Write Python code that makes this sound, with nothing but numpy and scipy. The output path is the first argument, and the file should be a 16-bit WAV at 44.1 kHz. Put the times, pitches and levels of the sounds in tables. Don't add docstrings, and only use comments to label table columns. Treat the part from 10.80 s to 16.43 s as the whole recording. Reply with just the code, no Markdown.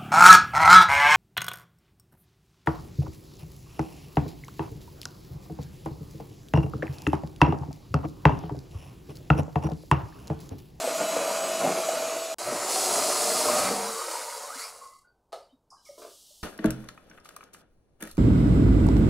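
import sys
import numpy as np
from scipy import signal
from scipy.fft import rfft, irfft, next_fast_len
from scipy.io import wavfile
from scipy.ndimage import map_coordinates

SR = 44100
rng = np.random.default_rng(int(sys.argv[2]) if len(sys.argv) > 2 else 0)


def log_audio(samples):
    frames = np.atleast_2d(samples).T
    limited = np.clip(frames, -1, 1)
    pcm = np.round(limited * 32767).astype(np.int16)
    wavfile.write(sys.argv[1], SR, pcm)


N = 248278
TIME = np.arange(N) / SR
TOP_HZ = 15700

# start_s, turns_per_s
SHAFT_SPEED = [(0, 330.5), (.344, 327.4), (.582, 329), (.808, 327.5), (.842, 325.7), (.94, 327.2),
               (1.274, 326.6), (1.422, 328.3), (1.6, 326.2), (1.916, 327.3), (2.3, 328)]
# multiple of the shaft speed, runny_level_db, stiff_level_db
SHAFT_TONES = [(1.997, -33.5, -47), (8.98, -53, -60), (11.95, -52.5, -55), (14, -54, -53),
               (15.02, -54.5, -46), (17, -54, -53.5), (17.98, -53, -60), (19.04, -52.5, -53),
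               (20.12, -48, -47.5), (21.1, -47.5, -55), (22.05, -47, -44.5), (23.93, -47.5, -46),
               (25.06, -48.5, -55.5), (27, -57.5, -60), (29, -58.5, -50.5), (30.8, -54, -52.5),
               (32.1, -56, -57), (34.14, -53.5, -59.5), (35.6, -55, -61.5), (37.4, -56.5, -64),
               (39, -63, -62.5)]
# start_s, end_s
CUT = (1.544, 1.584)
# pitch_hz, level_db
RUNNY_COLOUR = [(60, -43.5), (110, -35), (170, -18), (267, -12), (310, -14.5), (411, -15.5), (491, -10),
                (545, -8.5), (652, -3), (713, -9.5), (904, -17.5), (1270, -14), (1710, -24.5),
                (2310, -22.5), (3500, -32.5)]
# pitch_hz, level_db
STIFF_COLOUR = [(53, -66.5), (90, -18), (140, -21.5), (194, -10), (247, -10), (357, -9), (398, -14.5),
                (463, -7.5), (516, -14), (620, -6), (868, -11.5), (1220, -7.5), (1680, -19), (2140, -15.5),
                (3500, -26.5), (4550, -56.5), (7700, -120)]
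# pitch_hz, level_db
FREE_COLOUR = [(120, -73), (200, -44), (263, -20.5), (312, -30.5), (347, -16.5), (405, -18.5), (460, -1),
               (545, -4.5), (650, -3), (760, -11), (900, -2.5), (1040, -6), (1310, 0), (1710, -13.5),
               (2140, -8.5), (2590, -17.5), (3500, -39), (4550, -43), (7700, -120)]
# pitch_hz, level_db
RUNNY_HISS = [(2500, 7.5), (2800, 1), (3400, -6.5), (3900, -5), (7500, -6), (8600, -8.5), (12000, -13.5),
              (15500, -22)]
# pitch_hz, level_db
STIFF_HISS = [(1470, -33.5), (2500, -4), (2780, -1.5), (3520, -10), (3800, -5), (4750, -1.5), (5920, -4.5),
              (7170, -2), (8230, -3), (10100, -3.5), (12400, -13.5), (14100, -14.5), (15500, -19.5)]
# pitch_hz, level_db
ROOM_COLOUR = [(25, -3.5), (170, -7), (290, -9), (420, -8.5), (900, -10), (1400, -23.5), (1900, -33.5),
               (15000, -39)]
# pitch_hz, level_db
LATE_HISS_COLOUR = [(1500, -31.5), (2500, -24.5), (2900, -6), (4800, -3), (9800, -5.5), (15500, -14)]
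# pitch_hz, level_db
KNOCK_COLOUR = [(150, -53.5), (250, -30), (371, -20), (480, -3), (540, 1), (640, -8), (750, -6.5),
                (844, -4.5), (1090, -20.5), (1240, -11.5), (1890, -30.5), (2850, -27.5), (4600, -21),
                (5850, -31), (9450, -33), (15000, -47.5)]
# pitch_hz, level_db
HEEL_COLOUR = [(110, -58), (180, -40), (280, -9.5), (443, -4), (522, -2.5), (689, -2.5), (811, -20.5),
               (1020, -5.5), (1440, -11.5), (1930, -23), (2200, -17.5), (9000, -27), (14000, -47)]
# pitch_hz, width_hz, lift_db
BOWL_MODES = [(272, 26, 3.5), (457, 32, 2.5), (575, 46, 4.5), (752, 44, 6.5)]
# start_s, level_db, pitch_hz
STRIKES = [(.074, -20, 534), (.365, -19.5, 502), (.474, -23.5, 640), (0.502, -24.5, 956),
           (.821, -17.5, 670), (.847, -14, 630), (.862, -16.5, 774), (.902, -19, 476.6),
           (1.087, -13.5, 640), (1.719, -24.5, 474), (1.721, -29.5, 250), (2.18, -20, 653),
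           (2.61, -21.5, 940), (2.683, -17.5, 1060), (2.77, -23, 735), (2.792, -21, 614),
           (2.909, -19.5, 460), (3.354, -28, 950)]
# start_s, peak_db, pitch_hz, t60_s
RINGS = [(3.755, -48.5, 259, 0.19), (4.24, -58, 1494, 0.37), (4.271, -69, 4580, .2), (4.62, -62, 4730, 0.3),
         (4.71, -69, 3760, 0.22), (4.69, -67, 3040, 0.1), (4.725, -54.5, 254, 0.12),
         (4.96, -68, 1610, 0.28), (4.975, -71, 3000, 0.203), (4.968, -71, 4020, 0.28),
         (5.06, -60.5, 1246, 1), (5.505, -57, 588, 0.061)]
# start_s, level_db
KNOCKS = [(4.522, -38), (4.528, -27.5), (4.541, -43)]
# start_s, level_db, brightness_hz
HEEL_CONTACTS = [(5.179, -33.5, 700), (5.2, -34, 750), (5.219, -35.5, 9000), (5.228, -41.5, 5000),
                 (5.246, -33.5, 1400), (5.272, -39.5, 2500), (5.294, -49, 900)]
# start_s, level_db
LATE_HISS = [(4.95, -93), (5.045, -69), (5.058, -60.5), (5.17, -62.5), (5.186, -55.5), (5.63, -58.5)]
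# start_s, level_db, squeal_hz
SCRAPES = [(4.903, -46.5, 5050), (5.051, -45.5, 5570)]
# pitch_hz, level_db
SCRAPE_COLOUR = [(1500, -22), (2200, -39), (4200, -29), (4800, -1), (6500, -6), (10000, -10),
                 (14000, -31.5)]
# centre_s, half_length_s, load_db
PUSHES = [(0.21, 0.037, 8.5), (0.39, 0.061, 8.5), (0.874, 0.075, 16), (1.53, 0.142, -10), (1.703, 0.063, 9),
          (2.186, 0.082, 8), (2.76, .11, 11.5), (2.953, 0.14, 8.5)]
# pitch_hz, width_hz, level_db
HOUSING_MODES = [(1086, 98, 4), (1222, 160, -4.5), (2036, 100, -8), (2240, 120, -16), (2810, 60, -14),
                 (3240, 60, -21), (3800, 60, -20), (4560, 170, -10)]
# centre_s, half_length_s, lift_db on hiss and rattle
SPRAYS = [(3.349, 0.062, 2.5), (3.572, 0.076, 2), (3.822, 0.076, 8)]
# start_s, pitch_hz, level_db
HOLLOW = [(2.88, 928, -62), (2.98, 930, -45), (3.07, 985, -37.5), (3.11, 1150, -44), (3.21, 1133, -35.5),
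          (3.29, 1061, -60), (3.355, 956, -37), (3.43, 975, -48), (3.48, 961, -41.5), (3.61, 944, -43.5),
          (3.67, 1088, -46), (3.715, 1285, -39), (3.742, 1530, -39), (3.765, 1990, -50),
          (3.81, 2094, -45.5), (3.855, 2280, -44.5), (3.91, 2446, -62)]
# start_s, pitch_hz, level_db
GROAN = [(2.15, 652, -47), (2.24, 645, -32), (2.36, 640, -50.5), (2.5, 629, -35), (2.57, 626, -41.5),
         (2.64, 621, -31), (2.74, 603, -32.5), (2.83, 592, -32.5), (2.96, 572, -46.5), (3.12, 566, -54)]
# centre_s, half_length_s, pitch_hz, level_db, roughness (share of pitch)
DRONES = [(1.697, 0.046, 119.7, -50, .13), (1.802, 0.034, 112, -59, 0.11), (2.501, 0.098, 203, -48, 0.07),
          (2.898, 0.11, 199, -41.5, .055), (3.078, 0.066, 202.6, -46.5, 0.072),
          (3.034, 0.19, 454, -41.5, 0.013), (3.26, 0.13, 351, -52.5, 0.0786)]
# start_s, length_s, start_hz, end_hz, level_db, roughness (share of pitch)
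SQUEAKS = [(4.012, 0.043, 1070, 1115, -42.5, 0.026), (4.913, 0.041, 1030, 1108, -52, 0.11),
           (5.054, .04, 2290, 2140, -59.5, 0.042), (5.09, .021, 583, 560, -41.5, 0.015)]

OFF_S, STOP_S = 2.88, 4.284
CLEAR_S = 4.116
CREAM_POWER, RATTLE_POWER, HISS_POWER = 1.24, 1.51, 1.36
BRIGHT_S, BRIGHT_END_S, BRIGHT_DB = 1.89, 2.887, 6
DIP_DB, DIP_LEN_S = -4.5, 0.26
WHINE_DROP_S, WHINE_DROP_DB = 3, -6.5
BLADE_RATIO = 0.185
CIRCLE_HZ = 2.2
SOUND_M_PER_S = 343


def amp(db):
    return 10 ** (np.asarray(db) / 20)


def unit(x):
    return x / np.sqrt(np.mean(x ** 2) + 1e-20)


def curves(rows):
    s, *cols = np.transpose(rows)
    return [np.interp(TIME, s, c) for c in cols]


def swell(s, half_len):
    return np.exp(-((TIME - s) / half_len) ** 2)


def ramp(s, length):
    return np.clip((TIME - s) / length + .5, 0, 1)


def wobble(rate):
    coarse = TIME[::16]
    knots = rng.standard_normal(int(N * rate / SR) + 4)
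    return np.interp(TIME, coarse, map_coordinates(knots, [coarse * rate]))


def along(points, hz):
    f, db = np.transpose(points)
    return amp(np.interp(np.log(hz + 1), np.log(f + 1), db))


def band(hz, lo_hz, hi_hz):
    return ((1 + (lo_hz / (hz + 1)) ** 12) * (1 + (hz / hi_hz) ** 12)) ** -.5


def coloured(x, gain):
    size = 2 * next_fast_len(N // 2 + 8192)
    log_gain = np.log(np.maximum(gain(np.fft.rfftfreq(size, 1 / SR)), 1e-6))
    cepstrum = irfft(log_gain)
    cepstrum[1:size // 2] *= 2
    cepstrum[size // 2 + 1:] = 0
    return irfft(rfft(x, size) * np.exp(rfft(cepstrum)))[:N]


def grains(rate, spread_db):
    hits = (rng.random(N) < rate / SR) * rng.choice([-1, 1], N)
    return unit(hits * amp(spread_db * np.clip(rng.standard_normal(N), -2, 2)))


def add(track, s, sound):
    part = track[round(s * SR):][:len(sound)]
    part += sound[:len(part)]


def burst(t60):
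    t = np.arange(SR // 2) / SR
    return rng.standard_normal(len(t)) * amp(-60 * t / t60)


def rubbed(hz, rough, shake_rate, flicker_db):
    cycles = np.cumsum(hz * (1 + rough * wobble(shake_rate))) / SR
    return unit(np.sin(2 * np.pi * cycles) * amp(flicker_db * wobble(shake_rate)))


def resonance(cycles, relative_width):
    knots = rng.standard_normal((2, N // 8))
    a, b = (map_coordinates(k, [cycles * relative_width]) for k in knots)
    return unit(a * np.cos(2 * np.pi * cycles) + b * np.sin(2 * np.pi * cycles))


def kitchen(x, wet_db, t60):
    hop = SR // 4
    padded = np.pad(x, (hop, 2 * hop))
    pieces = np.lib.stride_tricks.sliding_window_view(padded, 2 * hop)[::hop]
    pieces = pieces * np.sin(np.pi * np.arange(2 * hop) / (2 * hop))
    tails = rng.standard_normal((len(pieces), hop)) * amp(-60 * np.arange(hop) / SR / t60)
    tails[:, :SR // 400] = 0
    tails = tails / np.linalg.norm(tails, axis=1, keepdims=True)
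    answers = signal.fftconvolve(pieces, tails, axes=1)
    wet = np.zeros(N + hop)
    for k, answer in enumerate(answers):
        add(wet, k * hop / SR, answer)
    return (x + amp(wet_db) * wet[hop:]) / np.sqrt(1 + amp(wet_db) ** 2)


def background(tone_db=-73, mains_db=-83, hiss_trim_db=1.5):
    tone = unit(coloured(rng.standard_normal(N), lambda hz: along(ROOM_COLOUR, hz)))
    mains = unit(np.sin(2 * np.pi * 50 * TIME))
    hiss = unit(coloured(rng.standard_normal(N), lambda hz: along(LATE_HISS_COLOUR, hz)))
    hiss_level = amp(curves(LATE_HISS)[0] + hiss_trim_db)
    return amp(tone_db) * tone + amp(mains_db) * mains + hiss_level * hiss


def heel(contact_s=0.057, grit_db=5.0):
    track = np.zeros(N)
    for s, db, top_hz in HEEL_CONTACTS:
        blow = burst(contact_s)
        blow = blow * amp(grit_db * rng.standard_normal(len(blow)))
        lowpass = signal.butter(2, min(top_hz, TOP_HZ), fs=SR)
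        add(track, s, amp(db) * signal.lfilter(*lowpass, blow))
    sound = kitchen(coloured(track, lambda hz: along(HEEL_COLOUR, hz)), wet_db=3.0, t60=0.27)
    return amp(max(row[1] for row in HEEL_CONTACTS)) * sound / np.abs(sound).max()


def case_blows(rows, colour, contact_s, wet_db, t60, trim_db):
    track = np.zeros(N)
    for s, db in rows:
        add(track, s, amp(db) * burst(contact_s))
    sound = kitchen(coloured(track, colour), wet_db, t60)
    return amp(max(db for s, db in rows) + trim_db) * sound / np.abs(sound).max()


def scrapes(squeal_db=12, width_hz=450):
    track = np.zeros(N)
    for s, db, squeal_hz in SCRAPES:
        def colour(hz):
            squeal = amp(squeal_db / (1 + (2 * (hz - squeal_hz) / width_hz) ** 2))
            return along(SCRAPE_COLOUR, hz) * squeal
        track += case_blows([(s, db)], colour, contact_s=0.25, wet_db=0.5, t60=0.81, trim_db=-1.5)
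    return track


def knocks():
    return case_blows(KNOCKS, lambda hz: along(KNOCK_COLOUR, hz),
                      contact_s=0.035, wet_db=2.5, t60=0.34, trim_db=-0.5)


def squeaks():
    track = np.zeros(N)
    for s, length, start_hz, end_hz, db, rough in SQUEAKS:
        progress = ramp(s + length / 2, length)
        hz = start_hz + (end_hz - start_hz) * progress
        envelope = np.abs(np.sin(np.pi * progress)) ** .5
        track += amp(db) * envelope * rubbed(hz, rough, shake_rate=400, flicker_db=-0.5)
    return kitchen(track, wet_db=-4.5, t60=0.48)


def rings(attack_s=0.0077, rasp=0.061, width_hz=85):
    track, t = np.zeros(N), np.arange(SR // 2) / SR
    for s, db, hz, t60 in RINGS:
        detune, phase = rng.random((2, 24, 1))
        mode_hz = hz + width_hz * np.sqrt(hz / 1000) * (detune - .5)
        ring = np.sin(2 * np.pi * (mode_hz * t + phase)).sum(0)
        ring = unit(ring) + rasp * rng.standard_normal(len(t))
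        ring = ring * amp(-60 * t / t60) * (1 - np.exp(-t / attack_s))
        add(track, s, amp(db) * ring / np.abs(ring).max())
    return track


def strikes(trim_db=-1, crack=0.087, peak_s=0.0033):
    track, t = np.zeros(N), np.arange(SR // 2) / SR
    for s, db, hz in STRIKES:
        envelope = (t / peak_s * np.exp(1 - t / peak_s)) ** 2
        note = np.sin(2 * np.pi * hz * t) * envelope
        add(track, s, amp(db + trim_db) * (note + crack * burst(.012)))
    return kitchen(track, wet_db=-6.0, t60=0.23)


def groan(trim_db=0.5, fade_s=0.088):
    hz, db = curves(GROAN)
    sounding = ramp(GROAN[0][0], fade_s) - ramp(GROAN[-1][0], fade_s)
    sound = sounding * amp(db + trim_db) * rubbed(hz, rough=.014, shake_rate=90, flicker_db=2.5)
    for s, half_len, drone_hz, drone_db, rough in DRONES:
        drone = rubbed(drone_hz, rough, shake_rate=80, flicker_db=2.0)
        sound = sound + amp(drone_db) * swell(s, half_len) * drone
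    return sound


def hollow(core_db=-3, core_fade=1.2, skirt_width=.2, skirt_db=-5,
           overtone_ratio=2.16, overtone_width=.17, pull_s=3.78):
    hz, db = curves(HOLLOW)
    cycles = np.cumsum(hz) / SR
    rough = .018 * (hz / hz[0]) ** 1.9
    core = (hz[0] / hz) ** core_fade * rubbed(hz, rough, shake_rate=300, flicker_db=2.5)
    skirt = resonance(cycles, skirt_width)
    overtone = ramp(pull_s, 0.036) * resonance(overtone_ratio * cycles, overtone_width)
    sounding = (TIME > HOLLOW[0][0]) * (TIME < HOLLOW[-1][0])
    return sounding * amp(db) * (amp(core_db) * core + amp(skirt_db) * skirt + overtone)


def speed():
    return np.interp(TIME, [OFF_S, STOP_S], [1, 0])


def housing(level_db=-51, power=0.43, lumpy_db=2, free_s=3.8):
    def modes(hz):
        return sum(amp(db) / (1 + (2 * (hz - f) / width) ** 2) ** 2 for f, width, db in HOUSING_MODES)
    ringing = unit(coloured(grains(900, 3.2) * amp(lumpy_db * wobble(24.84)), modes))
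    sounding = ramp(free_s, 0.17) * (1 - ramp(STOP_S - .05, 0.2))
    return amp(level_db) * sounding * (speed() + 0.011) ** power * ringing


def load_db():
    return sum(db * swell(s, half_len) for s, half_len, db in PUSHES)


def shaft_turns(flutter=0.0004):
    hz = curves(SHAFT_SPEED)[0] * speed()
    return np.cumsum(hz * (1 + flutter * wobble(45))) / SR


def bowl(hz):
    return amp(sum(db / (1 + (2 * (hz - f) / width) ** 2) for f, width, db in BOWL_MODES))


def whipping(body, turns, thud_db, slap_db, rattle_db, slap_follows, rattle_follows, slaps_per_s, lumpy_db):
    load = load_db()
    blows = kitchen(grains(slaps_per_s, 4.24) * amp(lumpy_db * wobble(60)), wet_db=-1.5, t60=0.22)
    teeth = grains(2200, 2.6) * (1 + .5 * np.cos(2 * np.pi * turns)) * amp(1.2 * wobble(70))
    teeth = kitchen(teeth, wet_db=-3.0, t60=0.24)
    thud = unit(coloured(blows, lambda hz: body(hz) * band(hz, 95, 322)))
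    slap = unit(coloured(blows, lambda hz: body(hz) * band(hz, 348, 915)))
    rattle = unit(coloured(teeth, lambda hz: body(hz) * band(hz, 895, 3100)))
    cream = amp(thud_db + load) * thud + amp(slap_db + slap_follows * load) * slap
    gears = amp(rattle_db + rattle_follows * load) * rattle
    return (cream * speed() ** CREAM_POWER + gears * speed() ** RATTLE_POWER) * (1 - ramp(CLEAR_S, 0.11))


def worktop_echo(x, echo=0.31, path_m=0.4006, sway_m=0.015, rise_m_per_s=.16):
    path = path_m + sway_m * wobble(5) + rise_m_per_s * np.maximum(TIME - OFF_S, 0)
    return x + echo * map_coordinates(x, [(TIME - path / SOUND_M_PER_S) * SR])


def brushes(colour, turns, level_db, gating, grit, throb=0.069, thin_hz=4000, thin_power=0.2):
    scrape = rng.standard_normal(N) + grit * grains(2500, 4.9)
    twice_a_turn = gating * np.cos(4 * np.pi * turns)
    shaft_throb = throb * np.cos(2 * np.pi * turns)
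    blade_throb = throb * np.cos(2 * np.pi * BLADE_RATIO * turns)
    scrape = scrape * (1 + twice_a_turn + shaft_throb + blade_throb)
    scrape = kitchen(scrape * amp(0.37 * wobble(50)), wet_db=-8, t60=0.072)
    hiss = unit(coloured(worktop_echo(scrape), lambda hz: along(colour, hz) * band(hz, 3110, 18000)))
    lower = signal.sosfiltfilt(signal.butter(10, thin_hz, fs=SR, output="sos"), hiss)
    thinned = hiss - (1 - speed() ** thin_power) * lower
    return amp(level_db) * speed() ** HISS_POWER * thinned


def hum(turns, level_db, beat=0.42, damping=0.1):
    blades = 1 + beat * np.cos(2 * np.pi * (BLADE_RATIO * turns + 0.29 * wobble(11)))
    tone = unit(blades * amp(0.4 * wobble(35)) * np.sin(2 * np.pi * SHAFT_TONES[0][0] * turns))
    return tone * amp(level_db - damping * np.maximum(load_db(), 0))


def motor(turns, levels_db, sway_m, echo=.8, release_db_per_s=90, count=3):
    late_turns = []
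    for _ in range(count):
        sway = np.cos(2 * np.pi * (CIRCLE_HZ * TIME + rng.random())) + wobble(3)
        path_m = rng.random() + sway_m * sway
        late_turns.append(turns - SHAFT_SPEED[0][1] * path_m / SOUND_M_PER_S)
    whine = np.zeros(N)
    for (multiple, *_), db in zip(SHAFT_TONES[1:], levels_db[1:]):
        direct = np.sin(2 * np.pi * (multiple * turns + rng.random()))
        echoes = sum(np.sin(2 * np.pi * multiple * late) for late in late_turns)
        whine += amp(db) * unit(direct + echo * echoes)
    whine = whine * amp(WHINE_DROP_DB * ramp(WHINE_DROP_S, .1))
    return (hum(turns, levels_db[0]) + whine) * amp(-release_db_per_s * np.maximum(TIME - OFF_S, 0))


def runny_cream(turns):
    cream = whipping(lambda hz: along(RUNNY_COLOUR, hz), turns, thud_db=-50.0, slap_db=-34.5,
                     rattle_db=-36.5, slap_follows=0.32, rattle_follows=0.24, slaps_per_s=800, lumpy_db=1.7)
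    hiss = brushes(RUNNY_HISS, turns, level_db=-37.0, gating=0.097, grit=0.84)
    return cream + hiss + motor(turns, [row[1] for row in SHAFT_TONES], sway_m=.023)


def stiff_cream(turns, lift_s=3.044, lift_len_s=0.36, hiss_db=-33.5):
    spray_db = sum(db * swell(s, half_len) for s, half_len, db in SPRAYS)
    lifted = ramp(lift_s, lift_len_s)
    bright = ramp(BRIGHT_S, .04) - ramp(BRIGHT_END_S, 0.18)
    deep = whipping(lambda hz: along(STIFF_COLOUR, hz) * bowl(hz), turns, thud_db=-52.5, slap_db=-32.5,
                    rattle_db=-35, slap_follows=0.23, rattle_follows=0.36, slaps_per_s=800, lumpy_db=0.0)
    free = whipping(lambda hz: along(FREE_COLOUR, hz) * bowl(hz), turns, thud_db=-58.5, slap_db=-38.0,
                    rattle_db=-36.5 + spray_db, slap_follows=0, rattle_follows=0,
                    slaps_per_s=700, lumpy_db=-1.0)
    cream = deep * (1 - lifted) + free * np.sqrt(lifted)
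    hiss_level_db = hiss_db + BRIGHT_DB * bright + spray_db
    hiss = brushes(STIFF_HISS, turns, hiss_level_db, gating=0.19, grit=0.45)
    return cream + hiss + motor(turns, [row[2] for row in SHAFT_TONES], sway_m=.011)


def mixer():
    turns = shaft_turns()
    stages = runny_cream(turns) * (TIME < CUT[0]) + stiff_cream(turns) * (TIME > CUT[1])
    return stages * amp(DIP_DB * swell(np.mean(CUT), DIP_LEN_S))


def scene():
    handling = heel() + scrapes() + knocks() + squeaks() + rings()
    bowl_and_gears = strikes() + groan() + hollow() + housing()
    mono = background() + handling + bowl_and_gears + mixer()
    return np.array([mono, mono])


def record(dry):
    size = next_fast_len(N + SR // 4)
    kept = np.fft.rfftfreq(size, 1 / SR) < TOP_HZ
    return irfft(rfft(dry, size) * kept, size)[:, :N]


dry = scene()
out = record(dry)
log_audio(out)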